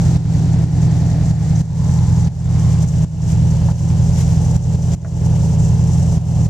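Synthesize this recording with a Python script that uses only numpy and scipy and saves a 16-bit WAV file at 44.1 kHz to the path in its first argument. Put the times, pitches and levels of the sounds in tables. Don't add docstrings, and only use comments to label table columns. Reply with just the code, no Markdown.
import sys
import numpy as np
from scipy import signal
from scipy.fft import rfft, irfft, next_fast_len
from scipy.io import wavfile
from scipy.ndimage import uniform_filter1d, minimum_filter1d

SR = 44100
rng = np.random.default_rng(int(sys.argv[2]) if len(sys.argv) > 2 else 0)


def unload_audio(sound):
    columns = np.transpose(np.atleast_2d(sound))
    steps = np.round(np.clip(columns, -1, 1) * 32767)
    wavfile.write(sys.argv[1], SR, steps.astype(np.int16))


N = 286297
TIME = np.arange(N) / SR


def from_db(db):
    return 10 ** (np.asarray(db) / 20)


def rms_one(x):
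    return x / np.sqrt(np.mean(x ** 2) + 1e-20)


def bell(away, spread):
    return np.exp(-.5 * (away / spread) ** 2)


def drift(rate_hz):
    knots = rng.standard_normal(1024)
    return rms_one(np.interp(TIME * rate_hz, np.arange(len(knots)), knots))


def colour(x, points, channels=1):
    size = next_fast_len(N + 4096)
    log_hz = np.log(np.maximum(np.arange(size // 2 + 1) * SR / size, 1))
    hz, *columns = np.transpose(points)
    gains = from_db([np.interp(log_hz, np.log(hz), db) for db in columns[:channels]])
    return irfft(rfft(x, size) * gains, size)[..., :N]


def resonate(x, hz, width_hz):
    r = np.exp(-np.pi * width_hz / SR)
    feedback = [1, -2 * r * np.cos(2 * np.pi * hz / SR), r * r]
    return signal.lfilter(np.array([1, 0, -1]) * (1 - r * r) / 2, feedback, x + 1e-18)


# frequency in Hz, left-right likeness from 0 (wide) to 1 (mono).
STEREO_LIKENESS = [(100, 1), (600, 0.8), (1300, 0.65), (2400, 0.49), (3600, 0.03), (5500, 0.55),
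                   (8000, 0.04), (14000, 0)]


def stereo_noise(spectrum, grain_db):
    grains = from_db(grain_db * np.repeat(rng.standard_normal(N // 32 + 1), 32)[:N])
    mid, side = rng.standard_normal((2, N)) * grains
    hz, alike = np.transpose(STEREO_LIKENESS)
    alike = np.clip(alike, 0, .999)
    mid = colour(mid, np.c_[hz, 10 * np.log10(1 + alike)])
    side = colour(side, np.c_[hz, 10 * np.log10(1 - alike)])
    return rms_one(colour(mid + side * [[1], [-1]], spectrum))


def each_cycle(cycle, accents):
    power = 1
    for place, spread, db in accents:
        away = (cycle - place + .5) % 1 - .5
        power = power + from_db(db + drift(21.04)) ** 2 * bell(away, spread)
    return rms_one(np.sqrt(power))


# start in seconds, level in dB, lowest mode in Hz.
KNOCK_HITS = [(3.686, -29.5, 880), (5.047, -22.5, 640)]
# pitch in Hz, width in Hz, gain in dB against the lowest mode.
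KNOCK_UPPER_MODES = [(1029.2, 361, -14), (1560, 490, -13)]


def knocks(decay_s, width_hz):
    soften = signal.butter(4, 1600, fs=SR, output="sos")
    out = 0
    for start, db, low_hz in KNOCK_HITS:
        blow = signal.sosfilt(soften, rng.standard_normal(N))
        modes = [(low_hz, width_hz, 0)] + KNOCK_UPPER_MODES
        ring = sum(from_db(mode_db) * resonate(blow, hz, width) for hz, width, mode_db in modes)
        envelope = (TIME > start) * np.exp(-np.abs(TIME - start) / decay_s)
        out = out + from_db(db) * envelope * rms_one(ring)
    return out


# peak time in seconds, level in dB, pitch in Hz.
SNOW_SQUEAKS = [(1.07, -49, 6044), (1.56, -43.5, 6000), (2.25, -47, 6160), (3.225, -47.5, 5460),
                (4.93, -55, 7220), (5.6, -42, 7293)]


def snow_squeaks(spread_s, width_hz):
    out = 0
    for peak_s, db, hz in SNOW_SQUEAKS:
        ring = rms_one(resonate(rng.standard_normal(N), hz, width_hz))
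        out = out + from_db(db) * bell(TIME - peak_s, spread_s) * ring
    return out


# peak time in seconds, half length in seconds, relative level in dB.
TREAD_BITES = [(2.72, .03, -44), (3.3, .025, -38.5), (3.79, .012, -40), (4.165, .012, -41),
               (4.207, .02, -35), (4.32, .035, -42), (4.563, .014, -39), (4.937, .016, -39),
               (5.365, .008, -42), (5.99, .012, -44), (6.16, .012, -44)]
# frequency in Hz, relative level in dB.
CRUNCH_SPECTRUM = [(400, -5), (1200, 1.5), (2800, 2.5), (4000, 1.5), (7000, 2.5), (10000, -0.5),
                   (14000, 2.5)]


def snow_crunches():
    bursts = sum(from_db(db) * bell(TIME - peak_s, spread_s) for peak_s, spread_s, db in TREAD_BITES)
    return from_db(2) * bursts * stereo_noise(CRUNCH_SPECTRUM, grain_db=4.5)


# time in seconds, level in dB.
HISS_LEVEL = [(0, -42.5), (.3, -45.5), (.75, -46), (2.0, -42.5), (2.3, -44.5), (2.8, -42), (3.65, -45),
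              (4.2, -41.5), (5.8, -42), (6.49, -43.5)]
# frequency in Hz, relative level in dB.
HISS_SPECTRUM = [(2000, -30), (3600, -11), (4700, -6.5), (6000, 1), (8000, 0.5), (10000, -8.5), (14000, -2)]
# place in the engine cycle from 0 to 1, half length in cycles, dB over the hiss.
HISS_ACCENTS = [(.2, 0.013, 3), (.594, 0.031, 1)]


def tyre_hiss(cycle):
    level_db = np.interp(TIME, *np.transpose(HISS_LEVEL)) + 1.84 * drift(35)
    return from_db(level_db) * stereo_noise(HISS_SPECTRUM, grain_db=1.5) * each_cycle(cycle, HISS_ACCENTS)


# frequency in Hz, relative level in dB.
CLATTER_SPECTRUM = [(700, -20), (1200, 0.5), (1800, 2), (2500, -3), (3500, -2), (4500, 0), (7000, -21.5),
                    (14000, -19.5)]
# place in the engine cycle from 0 to 1, half length in cycles, dB over the clatter.
VALVE_ACCENTS = [(0.9, 0.0024, 7), (0.726, 0.0035, 8.5)]


def engine_clatter(cycle):
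    return stereo_noise(CLATTER_SPECTRUM, grain_db=-0.6) * each_cycle(cycle, VALVE_ACCENTS)


def rasp(cycle, morph_rad_per_s, size=2048):
    shapes = rng.standard_normal((2, size))
    first, second = [np.interp(cycle, np.arange(size) / size, shape, period=1) for shape in shapes]
    turn = morph_rad_per_s * TIME
    return rms_one(first * np.cos(turn) + second * np.sin(turn))


# start in seconds, end in seconds, pitch in Hz, width in Hz, level in dB.
HOLLOW_TONES = [(0.08, 1.3, 273, 36, -34.5), (0, 1.2, 330, 70, -38.5), (0, 1.73, 710, 160, -47),
                (1.12, 1.29, 647, 140, -40), (0.5, 1.68, 1840, 680, -53), (2.5, 2.895, 2160, 875, -52.5),
                (1.7, 2.31, 890, 240, -45), (2.5, 2.82, 1050, 200, -46), (3.5, 6.61, 560, 26, -44),
                (4, 6.52, 430, 98, -43), (2.5, 6.51, 2840, 900, -55.5)]


def hollow_tones(cycle, fade_s):
    drive = rasp(cycle, morph_rad_per_s=1.176) + rng.standard_normal(N)
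    out = 0
    for start, end, hz, width, db in HOLLOW_TONES:
        fade = np.clip(np.minimum(TIME - start, end - TIME) / fade_s + .5, 0, 1)
        ring = resonate(resonate(drive, hz, width), hz, width)
        out = out + from_db(db) * fade * rms_one(ring)
    return out


# frequency in Hz, relative level in dB.
RUSH_SPECTRUM = [(150, -9.5), (240, 6), (330, -0.5), (480, 0), (650, -3.5), (850, -3), (1000, -9.5),
                 (1200, -19.5), (1800, -31)]


def exhaust_rush(pressure, cycle, rasp_db, puff_db, flutter_db):
    per_cycle = rasp(cycle, morph_rad_per_s=1.494)
    per_firing_pair = rasp(4 * cycle, morph_rad_per_s=5)
    orders = from_db(rasp_db) * rms_one(colour(per_cycle + 2 * per_firing_pair, RUSH_SPECTRUM))
    turbulence = stereo_noise(RUSH_SPECTRUM, grain_db=2.5) * from_db(flutter_db * drift(110))
    return rms_one((orders + turbulence) * from_db(puff_db * pressure))


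# frequency in Hz, relative level in dB.
RUMBLE_SPECTRUM = [(15, -16), (32, 3), (48, 7.5), (66, -6.5), (110, 8), (170, -3.5), (220, -5), (300, -33),
                   (500, -53)]


def exhaust_rumble():
    return stereo_noise(RUMBLE_SPECTRUM, grain_db=4)


# one cylinder's relative strength in dB, in firing order.
CYLINDER_STRENGTH_DB = [4.5, 2.5, -1.5, 3.5, 5, 0.24, 5, -2]
ON_FAR_BANK = [0, 0, 1, 0, 1, 1, 0, 1]
FAR_BANK_LAG_S, FIRING_OFFSET_CYCLES = 0.0022, -0.03


def firings(cycle, uneven_db, jitter_s):
    number = np.arange(1, 640)
    cylinder = number % 8
    timing_scatter, level_scatter = rng.standard_normal((len(number), 2)).T
    fired_s = np.interp(number / 8 + FIRING_OFFSET_CYCLES, cycle, TIME, right=2 * TIME[-1])
    arrival_s = fired_s + FAR_BANK_LAG_S * np.array(ON_FAR_BANK)[cylinder] + jitter_s * timing_scatter
    strength = from_db(np.array(CYLINDER_STRENGTH_DB)[cylinder] + uneven_db * level_scatter)
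    return np.bincount(np.abs(arrival_s * SR).astype(int), strength, N)[:N]


# pitch in Hz, width in Hz, relative level in dB.
PIPE_MODES = [(53.6, 12.9, -7), (79.5, 23.3, -8.5), (109.8, 19.1, -1), (134.76, 21.1, -5),
              (156.1, 14.14, 0), (202.7, 37, -17.5)]


def exhaust_note(pulses, cycle, muffler_hz, low_cut_hz):
    first_cycle = pulses[cycle < 1]
    pulses = np.r_[first_cycle, first_cycle, pulses]
    ring = sum((-1) ** (k + 1) * from_db(db) * resonate(pulses, hz, width)
               for k, (hz, width, db) in enumerate(PIPE_MODES))
    muffled = signal.sosfilt(signal.butter(8, muffler_hz, fs=SR, output="sos"), ring)
    note = signal.sosfilt(signal.butter(1, low_cut_hz, "high", fs=SR, output="sos"), muffled)
    return rms_one(note[-N:])


def draw_alongside(note, thin_db, alongside_s):
    deep = colour(note, [(88, 0), (106, -40)])
    deep_gain = from_db(thin_db * np.clip(1 - TIME / alongside_s, 0, 1))
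    return note + (deep_gain - 1) * deep


# time in seconds, engine speed in rpm.
ENGINE_SPEED = [(0.0, 1307.4), (0.19, 1265), (0.52, 1240), (1.06, 1273), (1.25, 1219), (1.57, 1204),
                (1.83, 1278), (2.3, 1267.0), (2.35, 1302), (2.82, 1232), (2.93, 1216), (3.96, 1275),
                (4.24, 1283), (5.28, 1271), (5.6, 1215), (5.76, 1274), (6.1, 1270), (6.49, 1236)]
NOTE_DB, RUMBLE_DB, RUSH_DB, CLATTER_DB = -11, -24, -34.5, -44
WORKING_RPM, LOUDER_DB_PER_RPM = 1260, .011
RUSH_GAIN_DB_PER_S, CLATTER_FADE_DB_PER_S = 0.2554, 0.77


def scene():
    rpm = np.interp(TIME, *np.transpose(ENGINE_SPEED))
    cycle = np.cumsum(rpm) / (120 * SR)
    effort_db = LOUDER_DB_PER_RPM * (rpm - WORKING_RPM)
    rush_db = RUSH_DB + effort_db + RUSH_GAIN_DB_PER_S * TIME
    clatter_db = CLATTER_DB + effort_db - CLATTER_FADE_DB_PER_S * TIME
    pulses = firings(cycle, uneven_db=.7, jitter_s=.00012)
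    note = exhaust_note(pulses, cycle, muffler_hz=175, low_cut_hz=22)
    burble = from_db(NOTE_DB) * draw_alongside(note, thin_db=-4, alongside_s=2.4)
    exhaust = from_db(effort_db) * (burble + from_db(RUMBLE_DB) * exhaust_rumble())
    rush = from_db(rush_db) * exhaust_rush(note, cycle, rasp_db=5, puff_db=1.8, flutter_db=2.6)
    hollows = hollow_tones(cycle, fade_s=.2)
    clatter = from_db(clatter_db) * engine_clatter(cycle)
    snow = tyre_hiss(cycle) + snow_crunches() + snow_squeaks(spread_s=.005, width_hz=600)
    return exhaust + rush + hollows + clatter + snow + knocks(decay_s=.013, width_hz=110)


# start in seconds, depth in dB.
LEVEL_DIPS = [(0.175, 6.5), (0.647, 5), (1.316, 4.5), (1.619, 10), (2.286, 11.5), (2.85, 4.5), (3.049, 12),
              (3.723, 7), (4.568, 7), (4.759, 5.5), (4.951, 14.5), (6.185, 7.5), (6.47, 8)]


def level_dips(fall_s, hold_s, recovery_db_per_s, opening_db):
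    gain_db = opening_db * np.clip((LEVEL_DIPS[0][0] - TIME) / fall_s + .5, 0, 1)
    for start, depth_db in LEVEL_DIPS:
        fall = np.clip((TIME - start) / fall_s + .5, 0, 1)
        recovered_db = recovery_db_per_s * np.maximum(TIME - start - hold_s, 0)
        gain_db = gain_db - fall * np.maximum(depth_db - recovered_db, 0)
    return from_db(gain_db)


def limiter(x, ceiling, size=882):
    safe_gain = np.minimum(1, ceiling / (np.abs(x).max(axis=0) + 1e-9))
    return x * uniform_filter1d(minimum_filter1d(safe_gain, size), size)


# corner in Hz, left then right.
CAPSULE_LOW_CUT_HZ = [82.7, 27.8]
# frequency in Hz, left gain in dB, right gain in dB.
PORT_EQ = [(300, 0.23, -0.22), (4440, 0, 0), (5140, 3.5, 5.5), (5920, 3.5, 9), (6780, 8.5, 2),
           (7370, 11, -7.5), (8090, 3.5, -7.5), (9530, 0.5, -9), (13900, -9, -24)]
TOP_CUT_HZ = 14300


def record(dry):
    thinned = [signal.lfilter(*signal.butter(1, hz, "high", fs=SR), side)
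               for hz, side in zip(CAPSULE_LOW_CUT_HZ, dry)]
    coloured = colour(np.array(thinned), PORT_EQ, channels=2)
    ducked = coloured * level_dips(fall_s=.006, hold_s=.051, recovery_db_per_s=54, opening_db=1.7)
    top_cut = signal.ellip(12, .1, 90, TOP_CUT_HZ, fs=SR, output="sos")
    return signal.sosfilt(top_cut, limiter(ducked, ceiling=.92))


dry = scene()
out = record(dry)
unload_audio(out)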